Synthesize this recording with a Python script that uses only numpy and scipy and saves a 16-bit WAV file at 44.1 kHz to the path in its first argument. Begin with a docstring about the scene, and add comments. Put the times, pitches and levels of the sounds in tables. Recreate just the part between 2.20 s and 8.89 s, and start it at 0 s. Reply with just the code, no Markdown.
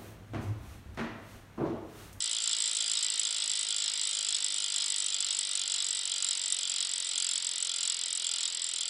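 """A freewheeling bicycle wheel

A rear wheel spins freely in a garage and slowly loses speed, its ratchet buzzing.
Two steel pawls (small catches) scrape up each of 24 teeth and snap down, ringing the hub,
the spokes and the rim. The ringing parts turn past a near microphone, and the garage echoes."""
import sys
import numpy as np
from scipy import signal
from scipy.fft import rfft, irfft, next_fast_len
from scipy.io import wavfile

SR = 44100
rng = np.random.default_rng(int(sys.argv[2]) if len(sys.argv) > 2 else 0)


def log_audio(samples):
    """Write samples as a 16-bit WAV file to the path given in sys.argv[1]."""
    # one column per channel
    frames = np.atleast_2d(samples).T
    # limit to full scale, then quantise
    limited = np.clip(frames, -1, 1)
    pcm = np.round(limited * 32767).astype(np.int16)
    wavfile.write(sys.argv[1], SR, pcm)


N = 295029


def amp(db):
    """Turn decibels into a gain."""
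    return 10 ** (np.asarray(db) / 20)


def coloured(x, spectrum):
    """Shape the tone of x with a curve through (pitch [Hz], level [dB]) points."""
    hz, db = np.transpose(spectrum)
    bins_hz = np.fft.rfftfreq(len(x), 1 / SR)
    curve_db = np.interp(np.log(bins_hz + 1), np.log(hz), db)
    return irfft(rfft(x) * amp(curve_db), len(x))


def noise(spectrum, size):
    """Noise with the given tone, at an average (rms) level of 1."""
    x = coloured(rng.standard_normal(next_fast_len(size)), spectrum)[:size]
    return x / np.std(x)


def pulses(times, sizes):
    """A row of sharp clicks, which may fall between samples."""
    at = times[:, None] * SR
    taps = np.floor(at).astype(int) + np.arange(-7, 9)
    shape = np.sinc(taps - at) * np.sinc((taps - at) / 8)
    inside = (taps >= 0) & (taps < N)
    return np.bincount(taps[inside], (sizes[:, None] * shape)[inside], N)


def ring(x, response):
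    """Let every click in x set off the given ringing sound."""
    return signal.oaconvolve(x, response)[:N]


def tone(hz, peak_s, order=3):
    """One ringing tone that swells to its peak and dies away."""
    t = np.arange(SR // 10) / SR
    age = t / peak_s
    return (age * np.exp(1 - age)) ** order * np.sin(2 * np.pi * hz * t)


def dense_ring(spectrum, rise_s, fade_s):
    """Countless tones fading together, by 60 dB in fade_s; the deep bass is filtered out."""
    t = np.arange(SR // 2) / SR
    tail = noise(spectrum, size=len(t)) * (1 - np.exp(-t / rise_s)) * amp(-60 * t / fade_s)
    tail = signal.sosfilt(signal.butter(3, 140, "high", fs=SR, output="sos"), tail[t < fade_s])
    return tail / np.linalg.norm(tail)


def turning(blows, turn, spectrum, rise_s, fade_s, angles):
    """The ringing changes as the wheel turns: each angle's sound fades into the next."""
    out = np.zeros(N)
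    for k in range(angles):
        away = np.abs((turn * angles - k + angles / 2) % angles - angles / 2)
        share = np.cos(np.minimum(away, 1) * np.pi / 2)
        out += ring(blows * share, dense_ring(spectrum, rise_s, fade_s))
    return out


def passing(blows, turn, tones, order):
    """Each tone swells once a turn, as its loudest part passes the microphone."""
    out = np.zeros(N)
    for hz, peak_s, db, swing_db, facing in tones:
        gain = amp(db + swing_db * np.cos(2 * np.pi * (turn - facing)))
        out += ring(blows * gain, tone(hz, peak_s, order))
    return out


# The hush of the room: (pitch [Hz], relative level [dB])
AIR_SPECTRUM = [(20, -0.5), (45, -34.5), (66, -9), (80, 7), (95, -3), (120, 3.5), (160, 0.5), (260, 7),
                (700, 8.5), (3000, 7), (10000, -21.5)]

def still_air():
    """The air in the garage makes a faint, steady hush."""
    return amp(-60) * noise(AIR_SPECTRUM, size=N)


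# The tone of the echo: (pitch [Hz], relative level [dB])
ECHO_SPECTRUM = [(170, -34), (270, -20.5), (800, -16), (1650, -8.5), (2050, -1.5), (2650, 0), (3100, 4.5),
                 (3800, 6), (4400, 5), (4900, 7.5), (5800, -12.5), (6500, -30), (7700, -16), (10000, -50)]

def garage_echo(blows, turn):
    """The garage answers each click with a wash of echoes."""
    return amp(-15) * turning(blows, turn, ECHO_SPECTRUM, rise_s=0.00063, fade_s=1.0, angles=6)


# The rim's tones, with two steady tones of the garage near 2.9 kHz (2853 and 2930 Hz): # (pitch [Hz], time to
# peak [s], relative level [dB], swing each way [dB], swing angle [turns])
RIM_TONES = [(572, 0.0068, -43.5, 2.5, 0.3), (941, 0.018, -46.5, 1.5, 0.95), (1053, 0.0039, -43, 8.5, 0.9),
             (1253, 0.0056, -41.5, 2.5, 0.9), (1389, 0.0055, -29.5, 3, 0.51), (1973, 0.0089, -38, 13.5, 0),
             (2448, 0.014, -40.5, 9, 0.48), (2853, 0.011, -25.5, 2, 0.5), (2930, 0.058, -42.5, 10.5, 0.2),
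             (3130, 0.011, -33, 8, 0.14), (3720, 0.0078, -40, 13, 1)]

def rim(blows, turn):
    """Blows travel through the spokes, so the rim's tones swell more slowly; two steady garage tones ring
    along."""
    return amp(-21) * passing(blows, turn, RIM_TONES, order=3)


# The ring of spokes and frame: (pitch [Hz], relative level [dB])
SPOKE_SPECTRUM = [(80, -55.5), (270, -29.5), (520, -31.5), (780, -30), (1200, -14.5), (1650, -26),
                  (2000, -13), (2650, -13.5), (3100, 6), (3550, 6), (4050, 7), (4400, -2.5), (5050, 5),
                  (5800, -1), (7000, -34.5)]

def spokes(blows, turn):
    """Spokes and frame ring with many tones at once."""
    return amp(-13) * turning(blows, turn, SPOKE_SPECTRUM, rise_s=0.0003, fade_s=0.084, angles=12)


# The flanges' tones:
# (pitch [Hz], time to peak [s], relative level [dB], swing each way [dB], swing angle [turns])
FLANGE_TONES = [(3453, 0.0019, 4, 2.5, 0.77), (3930, 0.00078, -2, -0.5, 0.1), (4854, 0.00096, 3, 0.5, 0.49)]

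def flanges(blows, turn):
    """The flanges, the hub's collars that hold the spokes, ring right away."""
    return amp(-40.5) * passing(blows, turn, FLANGE_TONES, order=2)


# The ring of the hub's shell: (pitch [Hz], relative level [dB])
HUB_SPECTRUM = [(2500, -31.5), (4400, -12), (5000, -18), (6100, -72), (6750, 12.5), (7100, -18.5),
                (7450, 17.5), (7780, 16), (8150, -28), (8700, 14), (9200, -9), (10000, -2.5)]

def hub(snaps, turn):
    """Each snap makes the hub's shell ring, short and bright."""
    return amp(-9.5) * turning(snaps, turn, HUB_SPECTRUM, rise_s=0.0015, fade_s=0.011, angles=12)


# Faint high pings: (pitch [Hz], relative level [dB])
PING_TONES = [(7350, 9.5), (7800, 7), (8350, 0), (8850, -8), (9500, -6)]

def pings(times, sizes, chance=0.21, earliest_s=0.001, spread_s=0.0082):
    """Now and then a high tone flares briefly after a click."""
    out = np.zeros(N)
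    for hz, db in PING_TONES:
        luck, late = rng.random((len(times), 2)).T
        strength = np.sqrt(np.maximum(1 - luck / chance, 0))
        starts = pulses(times + earliest_s + spread_s * late, sizes * strength)
        out += amp(db) * ring(starts, tone(hz, peak_s=0.0031, order=4))
    return amp(-35.5) * out


def scrape(times, sizes, length_s=0.002):
    """Just before it falls, the pawl grates over the tip of the tooth."""
    t = np.arange(N) / SR
    coming = np.minimum(np.searchsorted(times, t), len(times) - 1)
    swell = np.exp(-((times[coming] - t) / length_s) ** 4)
    return amp(-22.5) * sizes[coming] * swell * rng.standard_normal(N)


def pawl_strokes(times, sizes, lag_s=0.0011, bounce_s=0.0022, mean_loss_db=5.2, count=3):
    """At each tooth one pawl snaps down, the other follows, and weaker bounces come after."""
    luck = rng.random((len(times), count, 2))
    strokes = pulses(times, sizes)
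    for k in range(count):
        times = times + (bounce_s if k else lag_s) * (0.5 + luck[:, k, 0])
        sizes = sizes * amp(-2 * mean_loss_db * luck[:, k, 1])
        strokes += pulses(times, sizes)
    return strokes


# A pawl's own tones: (pitch [Hz], time to peak [s], relative level [dB])
PAWL_TONES = [(7655, 0.00057, -1), (9300, 0.00063, -7), (7190, 0.00021, 4), (10900, 0.00012, -22.5)]

def pawls(snaps):
    """The small steel pawls ring with a very short, high tick."""
    tick = sum(amp(db) * tone(hz, peak_s) for hz, peak_s, db in PAWL_TONES)
    return amp(-22.5) * ring(snaps, tick)


TOOTH_COUNT = 24
# Teeth that stand out: (tooth [number], change in snap [dB], change in blow to the wheel [dB])
UNEVEN_TEETH = [(0, -2.8, 1.8), (5, -2, -1.8), (6, 2.3, -2.3), (9, .3, 1.7), (11, -1.8, -1.7),
                (15, 1.7, 2.8), (18, .5, 4.2)]

def tooth_wear_db(usual_wear_db=1):
    """Every tooth is a little worn and a few stand out, so each has its own snap and blow."""
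    wear = usual_wear_db * rng.standard_normal((TOOTH_COUNT, 2))
    for number, snap_db, blow_db in UNEVEN_TEETH:
        wear[number] = snap_db, blow_db
    return wear


def force_db(times, turn):
    """The pawls fall softer over time, and unevenly: the ratchet is off centre and slightly oval."""
    fading = -2.33 - 0.1846 * times
    swing_db = -0.3 + 0.22 * times  # passes through zero, then grows as the wheel slows
    off_centre = swing_db * np.cos(2 * np.pi * (turn - 0.5))
    oval = 0.5 * np.cos(2 * np.pi * 2 * (turn - 0.23))
    return fading + off_centre + oval


def coasting(t, start_teeth_per_s=55.619, slowing_per_s=2.2486, easing_s=36.9):
    """Teeth passed per second: bearings and air brake the wheel, a little less as it slows."""
    return start_teeth_per_s - slowing_per_s * easing_s * (1 - np.exp(-t / easing_s))


def freewheel():
    """The pawls drop off tooth after tooth, ringing the whole wheel and filling the garage."""
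    t = np.arange(N) / SR
    speed = coasting(t)
    teeth_passed = np.cumsum(speed) / SR - 0.27  # starts just short of the first tip
    turn = teeth_passed / TOOTH_COUNT
    tooth = np.arange(int(teeth_passed[-1]) + 1)
    time_jitter, force_jitter, squareness = rng.standard_normal((len(tooth), 3)).T
    times = np.interp(tooth, teeth_passed, t) + 0.00004 * time_jitter
    sizes = amp(force_db(times, tooth / TOOTH_COUNT) + 0.5 * force_jitter)

    # the light hub feels every bounce; the heavy wheel follows mostly the first blow
    blows = pulses(times, sizes)
    rattle = pawl_strokes(times, sizes)
    shakes = blows + amp(-0.5) * rattle

    # the same teeth come round every turn, so the buzz throbs about twice a second
    nearest = np.clip(np.round(teeth_passed).astype(int), 0, tooth[-1])
    snap_gain, blow_gain = amp(tooth_wear_db())[nearest % TOOTH_COUNT].T
    snap_gain *= amp(1.8 * squareness[nearest])  # a square landing is brighter than a glancing one
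    snap_gain *= (speed[0] / speed) ** 0.43  # slower teeth let the pawls fall their full depth
    evened = np.sqrt(blow_gain) * shakes  # the many spokes even out the teeth

    sound = pawls(snap_gain * (rattle + scrape(times, sizes)))
    sound += hub(snap_gain * rattle, turn) + flanges(blow_gain * shakes, turn)
    sound += spokes(evened, turn) + rim(blows, turn)
    return sound + garage_echo(evened, turn) + pings(times, sizes)


def scene():
    """The spinning wheel over the faint hush of the garage."""
    return (freewheel() + still_air())[None]


# The highest treble is cut away: (pitch [Hz], level [dB])
TREBLE_CUT = [(20, 0), (10010, 0), (10160, -16), (10500, -26), (11300, -44), (12500, -70)]

def record(dry):
    """The sound falls away steeply above about 10 kHz."""
    padded = np.pad(dry[0], (0, next_fast_len(N + SR // 10) - N))
    return coloured(padded, TREBLE_CUT)[None, :N]


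dry = scene()
out = record(dry)
log_audio(out)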